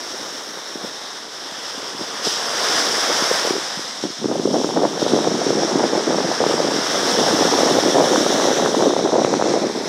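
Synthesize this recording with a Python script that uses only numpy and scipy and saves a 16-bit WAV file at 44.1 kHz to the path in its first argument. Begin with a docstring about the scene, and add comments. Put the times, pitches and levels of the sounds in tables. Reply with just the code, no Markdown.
"""Small waves break and run up a sandy beach: bands of patchy noise roar, hiss and drain away.
From the fourth second the small microphone faces the wind, after only a few earlier puffs;
random jolts and swinging thumps are the eddies on its port, over a faint deep rumble.
One capsule feeds both channels; its port rings near 3.5 and 5.4 kHz and the bass is cut."""
import sys
import numpy as np
from scipy import signal
from scipy.fft import rfft, irfft
from scipy.io import wavfile
from scipy.ndimage import uniform_filter1d

SR = 44100
rng = np.random.default_rng(int(sys.argv[2]) if len(sys.argv) > 2 else 0)


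def put_to_file(sound):
    """Save the sound as 16-bit audio at rate SR, in the file named by the first command-line argument."""
    columns = np.atleast_2d(sound).T  # one column per channel
    safe = np.clip(columns, -1, 1)
    whole_steps = np.round(safe * 32767)
    wavfile.write(sys.argv[1], SR, whole_steps.astype(np.int16))


N = 435708

BASS_CUT_HZ = 128   # for all wind on the port


def from_db(db):
    """Decibels to gain."""
    return 10 ** (np.asarray(db) / 20)


def rms_one(x):
    """Scale to unit power."""
    return x / np.sqrt(np.mean(x ** 2) + 1e-20)


def in_time(rows):
    """Each column of a curve, sample by sample."""
    s, *columns = np.transpose(rows)
    return [np.interp(np.arange(N) / SR, s, c) for c in columns]


def butter(x, hz, kind, order):
    """Causal Butterworth filter."""
    return signal.sosfilt(signal.butter(order, hz, kind, fs=SR, output="sos"), x)


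def drift(rate_hz):
    """Slow chance: noise at every 20th sample through a double one-pole low-pass; rms about 1."""
    r = np.exp(-2 * np.pi * rate_hz * 20 / SR)
    noise = rng.standard_normal(N // 20 + 4002)
    slow = signal.lfilter([1], [1, -2 * r, r * r], noise)[4000:]   # skip the settling
    return np.interp(np.arange(N) / 20, np.arange(len(slow)), rms_one(slow))


def wind_level():
    """Wind level in dB: each gust rises fast, holds and falls back into the steady wind."""
    # steady wind on the port, between the gusts: start_s [s], level_db [dB]
    steady_wind = [(0.0, -38), (0.15, -34), (0.7, -38), (1.7, -41), (2.3, -43), (2.78, -25.5),
                   (3.05, -28.5), (3.6, -36), (4.2, -62), (4.35, -25.5), (5.0, -23.5), (5.5, -22.5),
                   (6.05, -28), (6.4, -42), (6.9, -26), (7.5, -29), (8.0, -25), (9.3, -19.5), (9.74, -26),
                   (9.88, -23.5)]
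    # gusts: start_s [s], hold_s [s], start_db [dB], end_db [dB]
    gusts = [(0.758, 0.087, -37, -35), (1.782, .03, -34.5, -52), (1.997, 0.05, -34, -33.5),
             (2.274, 0.017, -24.5, -43), (3.111, .01, -17.5, -29), (3.443, 0.1, -29, -29),
             (3.8, .02, -44, -50), (4.054, 0.064, -29, -47), (4.21, 0.11, -34.5, -22.5),
             (4.412, 0.14, -41, -18), (4.554, 0.18, -19, -29), (4.757, 0.096, -22, -15.5),
             (5.066, 0.077, -26, -15), (5.188, 0.16, -22, -19.5), (5.474, 0.24, -26, -20),
             (5.75, 0.1, -22.5, -18), (5.927, 0.071, -20.5, -18.5), (6.077, 0.25, -20, -21),
             (6.414, 0.17, -17, -23.5), (6.567, 0.29, -18.5, -28.5), (6.934, 0.21, -23.5, -22),
             (7.174, 0.308, -18.5, -18), (7.533, 0.26, -14, -19.5), (7.848, 0.057, -14, -20.5),
             (7.947, 0.41, -13, -23), (8.315, 0.2, -24, -16.5), (8.585, 0.074, -18, -14.5),
             (8.747, 0.16, -17, -16.5), (9.05, 0.14, -20, -16.5), (9.342, 0.022, -16, -31),
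             (9.4, 0.14, -20, -18), (9.54, 0.12, -22.5, -22.5)]
    rise_db_per_s, fall_db_per_s = 497, 348
    t = np.arange(0, N, 20) / SR
    power = 0
    for start_s, hold_s, start_db, end_db in gusts:
        held_db = np.interp(t, [start_s, start_s + max(hold_s, 1e-3)], [start_db, end_db])
        before_db = rise_db_per_s * np.maximum(start_s - t, 0)
        after_db = fall_db_per_s * np.maximum(t - start_s - hold_s, 0)
        power = power + from_db(2 * (held_db - before_db - after_db))   # doubled dB: power
    power = np.interp(np.arange(N) / SR, t, power) + from_db(2 * in_time(steady_wind)[0])
    return 10 * np.log10(power)


def rumble():
    """A faint deep rumble under everything: low noise that grows with the wind."""
    level_db = uniform_filter1d(wind_level(), size=SR // 12)
    deep = butter(rng.standard_normal(N), [16, 48], "band", order=2)
    return from_db(-67 + 0.33 * (level_db + 20)) * rms_one(deep)   # -67 dB in a -20 dB wind


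def ringing():
    """Soft jolts at random, dealt to ten short resonances spread over the wind's range; rms 1."""
    jolts_per_s, decay_cycles = 110, 8.8   # cycles to fall 60 dB
    passing = rng.random(N) < jolts_per_s / SR
    jolts = passing * from_db(2.46 * rng.standard_normal(N)) * rng.choice([-1, 1], N)
    dealt = rng.integers(0, 10, N)
    out = 0
    for k, hz in enumerate(np.geomspace(280, 850, 10)):
        r = from_db(-60 * hz / (decay_cycles * SR))
        w = 2 * np.pi * hz / SR
        rung = signal.lfilter([np.sin(w)], [1, -2 * r * np.cos(w), r * r], jolts * (dealt == k) + 1e-18)
        out = out + butter(rung, 1.93 * hz, "low", order=2)
    return rms_one(out)


def buffeting():
    """Turbulence: eddies pass the port as clumped, uneven pressure jolts; small eddies sound higher."""
    # large to small eddies: top_hz [Hz], level_db [dB], gust_lift [dB per dB of gust]
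    eddy_sizes = [(290, -0.5, 0), (480, 2, -0.5), (740, -5.5, 1.1), (1130, -10.5, 0.42)]
    # slow air sheds more large, deep eddies: start_s [s], large_db [dB above the usual]
    large_eddies = [(0, -19), (0.8, -13), (2.2, 12), (2.8, -14), (3.5, -3), (4, 20), (4.6, 5), (6.2, 3),
                    (7.5, 3), (8.8, -6.5), (9.88, 8)]
    eddies_per_s, low_cut_hz, ringing_db = 650, 304, 4   # typical rate; ringing in the strongest wind
    level_db = wind_level()
    large_db, = in_time(large_eddies)
    sizes = from_db(0.84 * np.minimum(rng.exponential(1, N), 4)) * rng.choice([-1, 1], N)
    passing = rng.random(N) < eddies_per_s * from_db(3.0 * drift(50)) / SR
    jolts = sizes * passing + 1e-18
    kind = rng.integers(0, len(eddy_sizes), N)
    gust_db = level_db - uniform_filter1d(level_db, size=SR // 2)   # above the half-second mean
    eddies = 0
    for k, (top_hz, size_db, gust_lift) in enumerate(eddy_sizes):
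        of_this_size = rms_one(butter(jolts * (kind == k), top_hz, "low", order=4))
        # gusts sharpen the small eddies
        eddy_db = size_db + large_db * (k == 0) + gust_lift * gust_db + 2.0 * drift(8.9)
        eddies = eddies + from_db(eddy_db) * of_this_size
    # a light breeze hardly rings
    eddies = eddies + from_db(ringing_db + 0.38 * (level_db - level_db.max())) * ringing()
    eddies = butter(eddies, low_cut_hz, "high", order=2)
    return from_db(level_db) * rms_one(butter(eddies, BASS_CUT_HZ, "high", order=3))


def thumps():
    """A strong eddy swings the diaphragm through a cycle or two, with a short snap at its peak."""
    # strongest single eddies, ahead of the bass cut:
    # start_s [s, near the peak], peak_db [dB], pitch_hz [Hz], snap_db [dB above the peak]
    strong_eddies = [(0.575, -21, 480, -6), (0.758, -19, 320, -14), (0.841, -22.5, 230, -27),
                     (0.849, -17, 420, -20), (1.521, -27, 260, -20), (1.78, -22, 262, -11),
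                     (1.831, -22, 432, -12), (1.95, -21, 290, -13), (2.014, -16, 272, -11),
                     (2.033, -26, 525, -8), (2.271, -10, 393, -14), (3.224, -9.5, 324, -15),
                     (3.315, -3, 476, -28), (3.452, -10.5, 447, -32), (3.475, -8, 490, -25),
                     (3.509, -5, 373, -31), (3.557, -13, 410, -43), (3.567, -12, 480, -6),
                     (3.583, -16, 352, -36), (3.775, -23, 194, -31), (3.795, -17.5, 340, -12),
                     (4.04, -8, 390, -17), (4.104, -21, 276, -23), (4.245, -6, 354, -16),
                     (4.259, -4.5, 315, -21), (4.316, -5, 533, -17), (4.358, -8, 590, -30),
                     (4.398, -4.5, 322, -21), (4.457, -0.5, 367, -27.5), (4.477, -6, 480, -28),
                     (4.646, -4, 366, -9), (4.692, -9, 630, -19), (4.775, -2, 398, -9),
                     (4.793, -10, 595, -23), (4.843, -7, 600, -30), (5.021, -9, 650, -24),
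                     (5.028, -2, 350, -14), (5.066, -1, 516, -15), (5.123, -6, 340, -10),
                     (5.137, 4.5, 376, -22), (5.166, -1.5, 490, -22), (5.19, -5, 660, -20),
                     (5.276, -1, 525, -21), (5.318, -11, 515, -24), (5.418, -6, 648, -30),
                     (5.468, -2, 380, -19), (5.507, 1, 443, -19), (5.635, -5, 580, -14),
                     (5.758, 0, 336, -14), (5.818, -7, 441, -15), (5.841, 1.5, 547, -15),
                     (5.934, -7, 475, -20), (5.958, -11, 467, -20), (6.08, -12, 605, -20),
                     (6.108, -5, 555, -16), (6.147, -4, 595, -19), (6.187, -3, 540, -15),
                     (6.206, -6, 546, -13), (6.305, -12, 540, -20), (6.317, -5.5, 700, -29),
                     (6.406, -1, 500, -18), (6.441, 0, 787, -18), (6.466, -0.5, 432, -10),
                     (6.51, -5, 384, -19), (6.542, -3, 380, -22), (6.604, -3, 512, -32),
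                     (6.65, -4, 442, -20), (6.688, -9, 500, -23), (6.763, -6, 364, -20),
                     (6.958, -10, 494, -11), (7.033, -7, 425, -20), (7.19, -1, 460, -19),
                     (7.24, -6, 551, -14), (7.312, -7, 711, -6), (7.39, -3.5, 510, -13),
                     (7.423, -6, 630, -15), (7.454, -2.5, 480, -30), (7.539, -7, 377, -30),
                     (7.563, -8, 501, -19), (7.634, 0, 501, -27), (7.711, -8, 680, -29),
                     (7.755, -8, 656, -4), (7.771, -2, 463, -10), (7.789, 2, 590, -27),
                     (7.884, -7, 476, -19), (7.955, -2, 420, -30), (7.982, -8, 445, -8), (8.0, 0, 450, -22),
                     (8.053, -10, 469, -11), (8.161, -6, 958, 4), (8.209, -2.5, 448, -20),
                     (8.266, -2.5, 640, -9), (8.352, -6, 577, -24), (8.401, -3.5, 787, -11),
                     (8.456, -5, 528, -28), (8.508, -7, 507, -18), (8.533, -8, 427, -18),
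                     (8.587, -7, 458, -20), (8.6, -10, 779, -18), (8.625, -4, 590, -17),
                     (8.662, -5, 441, 0), (8.751, -5, 816, -16), (8.8, -6, 464, -18), (8.826, -3, 368, -7),
                     (8.853, -9, 393, -27), (8.883, -5, 414, -18), (8.908, -8, 612, -7),
                     (8.938, -4, 595, -17), (8.967, -1, 710, -22), (8.993, -4, 501, -21),
                     (9.076, -10, 493, -9), (9.166, -2, 557, -14), (9.189, -10, 612, -26),
                     (9.221, -1.5, 626, -26), (9.249, 2.5, 510, -7), (9.331, -5, 479, -30),
                     (9.341, -5, 480, -1), (9.4, -4, 565, -22), (9.415, -2, 760, -21), (9.425, -4, 500, -4),
                     (9.513, -10, 582, -13), (9.541, -5, 475, -33), (9.576, -5, 507, -29)]
    snap_hz = 1160
    out = np.zeros(N + 2000)
    t = np.arange(-500, 1500) / SR
    chances = rng.random((len(strong_eddies), 2))
    for (start_s, peak_db, hz, snap_db), (turn, push) in zip(strong_eddies, chances):
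        stretch = from_db(max(-0.45 * (snap_db + 25), -2.0))   # dull ones last longer
        cycles = t * hz / np.where(t < 0, .4, .8) / stretch   # it builds faster than it dies
        swing = np.exp(-np.abs(cycles) ** 1.22) * np.cos(2 * np.pi * hz * t + 1.1 * (turn - .5))
        snap_shape = np.exp(-(t * snap_hz / 0.69) ** 2)
        snap = snap_shape * np.cos(2 * np.pi * snap_hz * t + 1.2 * (turn - .5))
        at = round(start_s * SR)
        out[at:at + 2000] += np.sign(push - .5) * from_db(peak_db) * (swing + from_db(snap_db) * snap)
    return butter(out[550:N + 550], BASS_CUT_HZ, "high", order=3)   # peaks 50 samples early


def foam():
    """Hiss, roar, treble and ring of the surf; the hiss briefly swells or dips, then settles back."""
    # the surf, levels relative: start_s [s], hiss_db [dB], roar_db [dB],
    # treble_db [dB, extra level of the hiss above 8 kHz], upper port ring_hz [Hz]
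    surf_levels = [(0.0, -31.5, -37.5, 1, 5380), (0.5, -33.5, -37.5, 2, 5500),
                   (1.2, -34.5, -39.5, 0.5, 5330), (2.06, -30, -34, 0, 5310), (2.45, -27, -28.5, 0, 5310),
                   (2.7, -20.5, -25, 0, 5330), (3.3, -20.5, -25.5, 1, 5320), (3.8, -28.5, -35, -1.5, 5300),
                   (4.21, -34, -40.5, -3.5, 5490), (4.56, -30.5, -42.5, -3, 5500),
                   (4.98, -32.5, -36.5, -2, 5500), (5.5, -27, -32, -5.5, 5500),
                   (6.1, -27.5, -32, -4.5, 5370), (6.6, -24.5, -29.5, -3, 5330), (7.1, -21, -26, 0, 5410),
                   (8.5, -24.5, -28, -1, 5660), (9.1, -31, -38, -5.5, 5620), (9.5, -27.5, -35, -8.5, 5600),
                   (9.82, -33, -40, -1, 5280), (9.88, -28.5, -35, -2, 5530)]
    # brief swells and one dip of the hiss: peak_s [s], change_db [dB]
    hiss_changes = [(2.26, 9), (2.8, 1), (4.04, 2.5), (4.54, 1.5), (4.61, 2), (5.01, 4.5), (5.09, 2.5),
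                    (6.8, -2), (8.78, 2.5)]
    rise_s, fade_s = 0.039, 0.14
    hiss_db, *rest = in_time(surf_levels)
    t = np.arange(N) / SR
    for peak_s, change_db in hiss_changes:
        rise = np.clip(1 + (t - peak_s) / rise_s, 0, 1)
        fade = np.exp(-np.abs(t - peak_s) / fade_s)
        hiss_db = hiss_db + change_db * np.where(t < peak_s, rise, fade)
    return hiss_db, *rest


def surf():
    """Countless bursting bubbles: noise in overlapping bands, each coloured and patchy in its own way."""
    # surf as the capsule colours it: pitch_hz [Hz], colour_db [dB, relative]
    foam_colour = [(35, -74), (60, -29), (123, -16.5), (231, -25), (521, 0), (673, -4.5), (810, 1),
                   (889, -4), (1700, -4), (2530, -14), (3500, -2.5), (4420, -10.5), (5320, 2.5),
                   (6870, -15), (8000, -16.5), (9800, -22.5), (11500, -26.5), (15500, -38.5)]
    # the lower port ring swells and sinks against the upper, and the dip below it wanders:
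    # start_s [s], lower_db [dB], dip_hz [Hz]
    lower_ring = [(0, -1, 2570), (1.07, 3.5, 2640), (1.84, 0, 2390), (2.72, -1.5, 2520), (3.3, -2, 2640),
                  (4.2, 1, 2550), (4.4, -1.5, 2530), (4.65, 0, 2570), (4.9, 1.5, 2480), (5.15, 2.5, 2640),
                  (5.3, 0, 2600), (6.4, -2, 2550), (7.1, 0.5, 2520), (8.8, 1.5, 2530), (9.05, 3, 2660),
                  (9.3, -0.5, 2940), (9.88, 1, 3000)]
    roar_top_hz, hiss_hz, treble_hz = 1830, 2940, 11600   # treble_db counts in full at treble_hz
    usual_dip_hz, lower_ring_hz, usual_ring_hz = 2530, 3670, 5330
    hiss_db, roar_db, treble_db, ring_hz = foam()
    lower_db, dip_hz = in_time(lower_ring)
    pitch = np.log(np.fft.rfftfreq(N, 1 / SR) + 1)
    foam_hz, foam_db = np.transpose(foam_colour)
    # single bursts stand out a little from the mass
    bursts = rfft(rng.standard_normal(N) * from_db(1.0 * drift(720) + 0.6 * drift(12)))
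    low_hz, high_hz = np.geomspace(40, 1800, 12), np.geomspace(2100, 7500, 17)
    centres = np.log(np.r_[low_hz, high_hz, 8500, 9500, 10600, 12000, 13500, 15500])
    # the port's peaks and dips slide as the microphone turns
    ring_slide, dip_slide = np.log(ring_hz / usual_ring_hz), np.log(dip_hz / usual_dip_hz)
    together_db = 0.35 * drift(6)   # shared by all bands
    out = 0
    for centre, share in zip(centres, np.eye(len(centres))):
        band = irfft(bursts * np.interp(pitch, centres, share), N)
        # low bands roar, high bands hiss, the highest follow treble_db
        roar = np.interp(centre, np.log([roar_top_hz, hiss_hz]), [1, 0])
        treble = np.clip((centre - np.log(8000)) / np.log(treble_hz / 8000), 0, 2.5)
        level_db = roar * (roar_db + 17.5) + (1 - roar) * (hiss_db + 11.0) + treble * treble_db
        upper = np.interp(centre, np.log([usual_dip_hz, usual_ring_hz]), [0, 1])
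        slid_centre = centre - upper * ring_slide - (1 - upper) * dip_slide
        colour_db = np.interp(slid_centre, np.log(foam_hz), foam_db)
        colour_db = colour_db + lower_db * np.exp(-((centre - np.log(lower_ring_hz)) / 0.19) ** 2)
        patchy_db = 0.73 * drift(10.4)
        out = out + band * from_db(level_db + colour_db + together_db + patchy_db)
    return out


def scene():
    """Surf and wind reach the one capsule, which feeds both channels."""
    return np.tile(surf() + buffeting() + thumps(), (2, 1))


def record(dry):
    """Peaks are rounded, the deep bass is cut down to a rumble, the top is cut."""
    ceiling, top_cut_hz = 0.8, 15690
    rounded = ceiling * np.tanh(dry / ceiling)
    with_rumble = butter(rounded, 98, "high", order=3) + rumble()
    top_cut = signal.ellip(12, .5, 70, top_cut_hz, fs=SR, output="sos")
    return signal.sosfilt(top_cut, with_rumble)


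dry = scene()
out = record(dry)
put_to_file(out)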